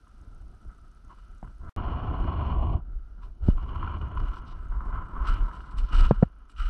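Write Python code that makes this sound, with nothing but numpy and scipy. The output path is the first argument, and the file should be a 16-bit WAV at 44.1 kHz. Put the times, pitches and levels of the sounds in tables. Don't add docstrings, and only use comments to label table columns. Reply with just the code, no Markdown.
import sys
import numpy as np
from scipy import signal
from scipy.io import wavfile
from scipy.ndimage import uniform_filter1d

SR = 44100
rng = np.random.default_rng(int(sys.argv[2]) if len(sys.argv) > 2 else 0)


def amplitude_ratio(level_db):
    exponent = np.asarray(level_db, float) / 20
    return 10 ** exponent


def dump_mix(stems):
    frames = np.atleast_2d(stems).T
    limited = np.clip(frames, -1, 1)
    pcm = np.round(limited * 32767).astype(np.int16)
    wavfile.write(sys.argv[1], SR, pcm)


N = 295405
WALK_START_S = 1.764

# pitch in Hz, level in dB per Hz.
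HISS_TONE = [(60, -5), (1000, -8), (1330, -1), (1700, -14), (6000, -14), (7500, -33), (9500, -19),
             (15000, -38)]
# time in seconds, peak in dB.
TICK_LEVELS = [(0, -67.5), (1.7, -70.5), (1.8, -96.5), (4, -70), (6.7, -74.5)]
# pitch in Hz, level in dB per Hz.
SLUSH_TONE = [(2500, -20.5), (3600, 1.5), (4100, 1.5), (4700, -2.5), (5200, -2.5), (6100, -6.5),
              (6800, -37), (9000, -59)]
# pitch in Hz, level in dB per Hz.
SPRAY_TONE = [(5500, -28), (7000, -3.5), (8000, 2.5), (9000, -5), (10000, -8), (11000, -14), (13000, -30),
              (15000, -57)]
# start in seconds, hold in seconds,
# crushing in dB, fine spray in dB.
CRUNCHES = [(0, 1.05, -93, -89.5), (1.1, .15, -81.5, -86), (1.3, .39, -97, -88), (1.77, .75, -77.5, -107),
            (2.46, 0.023, -74, -100), (2.7, .03, -76.5, -94), (3.225, 0.025, -73.5, -83.5),
            (3.44, .04, -73.5, -81.5), (3.48, 0.034, -67.5, -78), (3.6, .5, -80, -92.5),
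            (4.18, 0.13, -75, -87), (4.34, 0.043, -70.5, -82.5), (4.47, 0.045, -67, -83),
            (4.55, .7, -82.5, -88), (5.25, .02, -68, -85), (5.275, 0.014, -52, -62),
            (5.31, 0.031, -61.5, -73), (5.38, 0.3, -74, -83), (5.535, 0.036, -68, -76),
            (5.71, .015, -72.5, -77), (5.784, 0.0077, -57, -64.5), (5.83, 0.06, -66.5, -82),
            (5.93, 0.034, -56, -67), (5.965, 0.033, -52, -62.5), (6.01, 0.053, -58, -67),
            (6.09, 0.014, -59.5, -76), (6.13, 0.11, -74.5, -84.5), (6.5, 0.004, -70, -72),
            (6.575, .13, -62, -70.5)]
# time in seconds, peak in dB, brightness in dB.
SNAPS = [(0.0696, -46, -26), (1.1029, -43.5, -39), (1.1846, -48, -19.5), (1.444, -45, -30),
         (1.4745, -43, -25), (2.2142, -34, -30), (2.6254, -48, -19), (2.75, -50, -36), (3.2284, -42.5, -19),
         (3.5019, -41, -15), (3.6895, -38.5, -13), (3.7557, -37, -14.5), (3.8273, -26, -31),
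         (3.874, -26.5, -23), (4.0124, -40, -12), (4.172, -28.5, -19), (4.368, -34.5, -22),
         (4.8059, -31, -43), (5.2733, -40, -18.5), (5.2857, -27.5, -31), (5.4054, -33, -22),
         (5.5128, -30.5, -37), (5.6042, -36, -23), (5.784, -40, -5), (5.8707, -43.5, -18),
         (5.9198, -51, -16), (5.9433, -26, -26), (6.495, -50.5, -13), (6.561, -50.5, -5), (6.5808, -50, -4)]
# pitch in Hz, level in dB per Hz.
HEAVE_TONE = [(8, -45), (16, -4), (33, 6), (55, 0), (75, -23.5), (120, -45.5), (300, -68)]
# pitch in Hz, level in dB per Hz.
BUMP_TONE = [(35, -21.5), (62, -2.5), (90, -8.5), (125, -16), (200, -32.5)]
# pitch in Hz, level in dB per Hz.
SHUFFLE_TONE = [(90, -26.5), (145, 0), (220, -2), (350, -6), (520, -17), (720, -13), (880, -20.5),
                (1500, -32)]
# start in seconds, hold in seconds, heave in dB, bumps in dB.
SEATED_SHIFTS = [
    (0, 4, -46.5, -62.5),
    (.22, 0.33, -63, -51.5),
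    (.64, 0.05, -39, -49.5),
    (.8, 0.027, -41, -62.5),
    (1.05, 0.024, -36, -56),
    (1.3, 0.067, -44, -58.5),
    (1.44, 0.058, -43, -45.5),
    (1.63, 0.077, -37, -42),
]
# start in seconds, hold in seconds, heave in dB, bumps in dB.
WALKING_LURCHES = [(1.745, .25, -35.5, -30.5), (2.031, .12, -30, -28.5), (2.192, 0.021, -24, -29.5),
                   (2.24, .25, -36.5, -28), (2.526, .23, -27, -28), (2.83, .13, -35.5, -51.5),
                   (3.0, 0.36, -45.5, -59.5), (3.25, 0.047, -30.5, -53), (3.438, 0.047, -26, -38),
                   (3.492, 0.087, -25, -39), (3.63, 0.39, -32.5, -37), (3.794, 0.095, -30.5, -34),
                   (3.973, .15, -40, -36), (4.158, 0.086, -31.5, -35.5), (4.295, 0.14, -27.5, -44.5),
                   (4.475, .35, -33, -44.5), (4.86, 0.16, -28.5, -39.5), (4.988, 0.17, -47, -42),
                   (5.176, 0.05, -23, -41), (5.299, 0.13, -20.5, -36.5), (5.45, 0.25, -39, -48.5),
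                   (5.602, 0.038, -32.5, -46), (5.734, 0.035, -45, -43.5), (5.799, .05, -19.5, -43.5),
                   (5.935, 0.065, -18, -32.5), (6.011, .08, -18.5, -37), (6.168, 0.073, -29.5, -43),
                   (6.27, 0.33, -46, -69), (6.606, 0.059, -17, -47.5)]
# time in seconds, peak in dB, ring in Hz (negative is a pull),
# time to fall by 60 dB in seconds, tick of the contact in dB.
BAG_KNOCKS = [(1.4284, -34, -750, .012, -52), (1.429, -34, 170, .03, -60), (3.4762, -12, -62, .05, -60),
              (3.4832, -31, -600, .035, -48), (3.4858, -5, 165, .022, -50), (3.4895, -13, -65, .04, -60),
              (6.1099, -3, 460, .008, -29), (6.1106, -9, -130, .045, -34), (6.1165, -21, -200, .06, -46),
              (6.2252, -19, -520, .03, -36), (6.2274, -1, 175, .016, -30), (6.2305, -5, -170, .014, -36),
              (6.2313, -20, -700, .018, -42)]
# pitch in Hz, width in Hz, level in dB.
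CAVITY_MODES = [(1323.5, 193, 4), (1502, 270, -8), (2024, 170, -19.5)]
# pitch in Hz, width in Hz, level in dB.
LID_MODES = [(1026, 135, 4.5), (1122, 92, 0.5), (2163, 130, -27)]
# pitch in Hz, width in Hz, level in dB.
UPPER_MODES = [(1960, 200, -10.5), (2435, 290, -4), (2935, 330, 2.5), (3320, 280, -11), (4180, 400, -17.5)]
# start in seconds, hold in seconds, drag on the cavity in dB,
# press on the lid in dB, scratch in dB.
SEATED_FIDGETS = [
    (0, 3.3, -67.5, -91, -105),
    (.25, .01, -72, -71, -86),
    (.7, 0.011, -58.5, -71, -89),
    (1.1, 0.027, -61, -57.5, -78),
    (1.16, 0.18, -66, -83, -81),
    (1.44, 0.058, -68, -69, -82),
    (1.62, 0.041, -58, -60, -88),
    (1.685, 0.012, -48.5, -51, -77),
]
# start in seconds, hold in seconds, drag on the cavity in dB,
# press on the lid in dB, scratch in dB.
WALKING_RUBS = [(1.778, 0.46, -47.5, -42, -58), (2.276, 0.255, -48.5, -40, -55.5),
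                (2.549, 0.19, -61, -43, -61), (3.224, 0.007, -60.5, -55, -76),
                (3.437, 0.1, -56.5, -68, -72.5), (3.579, 0.087, -56, -50.5, -64.5),
                (3.696, .09, -52, -45.5, -62.5), (3.794, .16, -48, -43.5, -58.5),
                (4.015, 0.066, -49.5, -47, -65), (4.117, .24, -51, -49, -64),
                (4.4, 0.15, -55.5, -56, -71.5), (4.566, 0.42, -58, -62.5, -77),
                (4.722, .18, -52.5, -48, -84), (4.927, 0.093, -45.5, -43.5, -67.5),
                (5.068, 0.08, -51.5, -51, -75), (5.16, .1, -45.5, -42.5, -68),
                (5.275, 0.021, -34.5, -40, -48.5), (5.318, 0.05, -45, -47.5, -56),
                (5.412, 0.17, -49.5, -47.5, -71), (5.638, 0.54, -53, -54.5, -74),
                (5.933, 0.12, -38.5, -45, -47.5), (6.103, 0.14, -57, -67, -70), (6.266, .29, -66, -72, -82),
                (6.591, 0.22, -43.5, -63, -55)]
# start in seconds, hold in seconds, level in dB.
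STRAP_SLIDES = [
    (1.764, .5, -47),
    (2.27, 0.476, -46.5),
]
# cut in seconds, end of its faint smear in seconds, return in seconds.
DROPOUT = (1.6948, 1.728, 1.7632)


def evened(x):
    return x / np.sqrt(np.mean(x ** 2) + 1e-20)


def summed(*levels_db):
    return 10 * np.log10(sum(amplitude_ratio(2 * np.asarray(db)) for db in levels_db))


def coloured(x, shape):
    hz = abs(np.fft.fftfreq(8192, 1 / SR)) + 1
    if len(shape[0]) == 2:
        shape_hz, shape_db = np.transpose(shape)
        db = np.interp(np.log(hz), np.log(shape_hz), shape_db, left=-70, right=-90)
    else:
        peaks = [amplitude_ratio(2 * d) / (1 + (2 * (hz - f) / width) ** 2) ** 2.12 for f, width, d in shape]
        db = 10 * np.log10(sum(peaks))
        db -= 10 * np.log10(1 + (hz / (2.1 * shape[-1][0])) ** 8)
    log_gain = np.maximum(db, -100) * np.log(10) / 20
    taps = np.fft.ifft(np.exp(np.conj(signal.hilbert(log_gain)))).real[:4096]
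    return signal.oaconvolve(x, taps / np.linalg.norm(taps))[:N]


def flicker(seconds):
    size = max(round(seconds * SR), 2)
    smooth = uniform_filter1d(rng.standard_normal(N), size)
    return evened(uniform_filter1d(smooth, size))


def grains(per_s, spread_db):
    size_db = spread_db * np.minimum(rng.exponential(1, N), 4)
    size = amplitude_ratio(size_db) * rng.choice([-1, 1], N)
    return size * (rng.random(N) < per_s / SR)


def catching(x, grip_db):
    return evened(x * amplitude_ratio(grip_db))


def bursts(times, levels_db, t60, rise=0.00048):
    out, t = np.zeros(N), np.arange(2400) / SR
    puffs = rng.standard_normal((len(times), len(t)))
    for s, db, puff in zip(times, levels_db, puffs):
        swell = np.minimum(t / rise, 1)
        part = out[round(s * SR):][:len(t)]
        part += (puff * amplitude_ratio(db - 60 * t / t60) * swell)[:len(part)]
    return out


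def effort(rows, rise, fall, rest_db):
    t = np.arange(0, N + 64, 64) / SR
    s, hold, *columns = np.array(rows).T[:, :, None]
    away_db = rise * np.maximum(s - t, 0) + fall * np.maximum(t - s - hold, 0)
    levels = []
    for db, rest in zip(columns, rest_db):
        level = summed(rest, *(db - away_db))
        levels.append(np.interp(np.arange(N) / SR, t, level))
    return levels


def electronics(shuffle_db):
    s = np.arange(.0135, N / SR, 1001 / 30000)
    db = np.interp(s, *np.transpose(TICK_LEVELS)) + 2.5 * rng.standard_normal(len(s))
    tick_modes = [(6460, 900, -8.5), (8300, 510, -11.5), (9600, 1000, -10)]  # Hz, width Hz, dB
    ticks = coloured(bursts(s, db, t60=0.011), tick_modes)
    t = np.arange(N) / SR
    hiss_db = -74 + np.where(t > WALK_START_S, -6., 0)
    fall_db = 32.5 * t
    held_db = np.maximum.accumulate(shuffle_db + fall_db) - fall_db
    hiss_db -= 0.88 * np.maximum(held_db + 48.5, 0)
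    return amplitude_ratio(hiss_db) * coloured(rng.standard_normal(N), HISS_TONE) + ticks


def body(grip, heave_db, bump_db, shuffle_db):
    heave = catching(rng.standard_normal(N), 3.9 * flicker(0.13))
    bump = catching(rng.standard_normal(N), .5 * grip + 0.88 * flicker(0.026))
    shuffle = catching(rng.standard_normal(N), 0.27 * grip + 1.6 * flicker(0.011))
    out = amplitude_ratio(heave_db) * coloured(heave, HEAVE_TONE)
    out += amplitude_ratio(bump_db) * coloured(bump, BUMP_TONE)
    return out + amplitude_ratio(shuffle_db) * coloured(shuffle, SHUFFLE_TONE)


def knocks():
    out, t = np.zeros(N), np.arange(6000) / SR
    for s, db, hz, t60, _ in BAG_KNOCKS:
        onset = np.minimum(t * abs(hz) / .3, 1)
        swing = -np.sin(2 * np.pi * hz * t) * amplitude_ratio(db + 4.5 - 60 * t / t60) * onset
        out[round(s * SR):][:len(t)] += swing
    out = signal.lfilter(*signal.butter(2, 2000 / (SR / 2)), out)
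    s, tick_db = np.transpose(BAG_KNOCKS)[[0, 4]]
    tick_tone = [(300, 1), (1300, 7), (2500, -12.5), (5000, -33.5), (10000, -42.5), (13000, -76)]  # Hz, dB
    return out + coloured(bursts(s, tick_db, t60=0.031), tick_tone)


def snaps():
    s, db, bright_db = np.transpose(SNAPS)
    dull = coloured(bursts(s, db - 0.5, t60=0.022, rise=0.00059), CAVITY_MODES + LID_MODES)
    sharp = bursts(s, db + bright_db - .5, t60=0.047, rise=0.001)
    return dull + coloured(sharp, UPPER_MODES) + amplitude_ratio(-16.5) * coloured(sharp, SLUSH_TONE)


def slush(grip, crush_db, spray_db):
    crackle = catching(grains(per_s=6000., spread_db=3.1), .7 * grip + 1.3 * flicker(.004))
    crush = amplitude_ratio(crush_db) * coloured(crackle, SLUSH_TONE)
    return crush + amplitude_ratio(spray_db) * coloured(crackle, SPRAY_TONE)


def cloth(grip, drag_db, press_db, scratch_db):
    slips = catching(grains(per_s=5000., spread_db=3.0), 0.49 * grip)
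    strap_db = effort(STRAP_SLIDES, rise=650, fall=313, rest_db=[-85])[0]
    strap_db = summed(strap_db, press_db - 14.5)
    out = amplitude_ratio(strap_db) * coloured(slips, [(712, 260, 0)])
    out += amplitude_ratio(drag_db) * coloured(slips, CAVITY_MODES)
    out += amplitude_ratio(press_db) * coloured(slips, LID_MODES)
    return out + amplitude_ratio(scratch_db) * coloured(slips, UPPER_MODES)


def scene():
    grip = 2.5 * flicker(0.0094) + 1.85 * flicker(0.0076)
    heave, bump = effort(SEATED_SHIFTS + WALKING_LURCHES, rise=380, fall=330, rest_db=[-56, -70])
    drag, press, scratch = effort(SEATED_FIDGETS + WALKING_RUBS, rise=650, fall=313,
                                  rest_db=[-79, -80, -90])
    crush, spray = effort(CRUNCHES, rise=1100, fall=450, rest_db=[-94, -105])
    shuffle = summed(bump - 11.5, press - 6, -67.5)
    scratch = summed(scratch, crush + 1)
    out = electronics(shuffle) + body(grip, heave, bump, shuffle) + knocks() + snaps()
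    out += slush(grip, crush, spray) + cloth(grip, drag, press, scratch)
    return out[None]


def band_limit(x):
    return signal.sosfilt(signal.butter(12, 14900, fs=SR, output="sos"), x)


def record(dry):
    t = np.arange(N) / SR
    cut_s, smear_end_s, return_s = DROPOUT
    smear_db = np.interp(t, [cut_s, smear_end_s], [-68, -84])
    smear_tone = [(30, -36), (1300, -3), (2500, -14.5), (14000, -27)]  # Hz, dB per Hz
    smear = amplitude_ratio(smear_db) * coloured(rng.standard_normal(N), smear_tone)
    joined = np.where((t > cut_s) & (t < return_s), smear * (t < smear_end_s), dry)
    joined = joined * np.minimum((N - np.arange(N)) / 200, 1)
    return band_limit(joined)


dry = scene()
out = record(dry)
dump_mix(out)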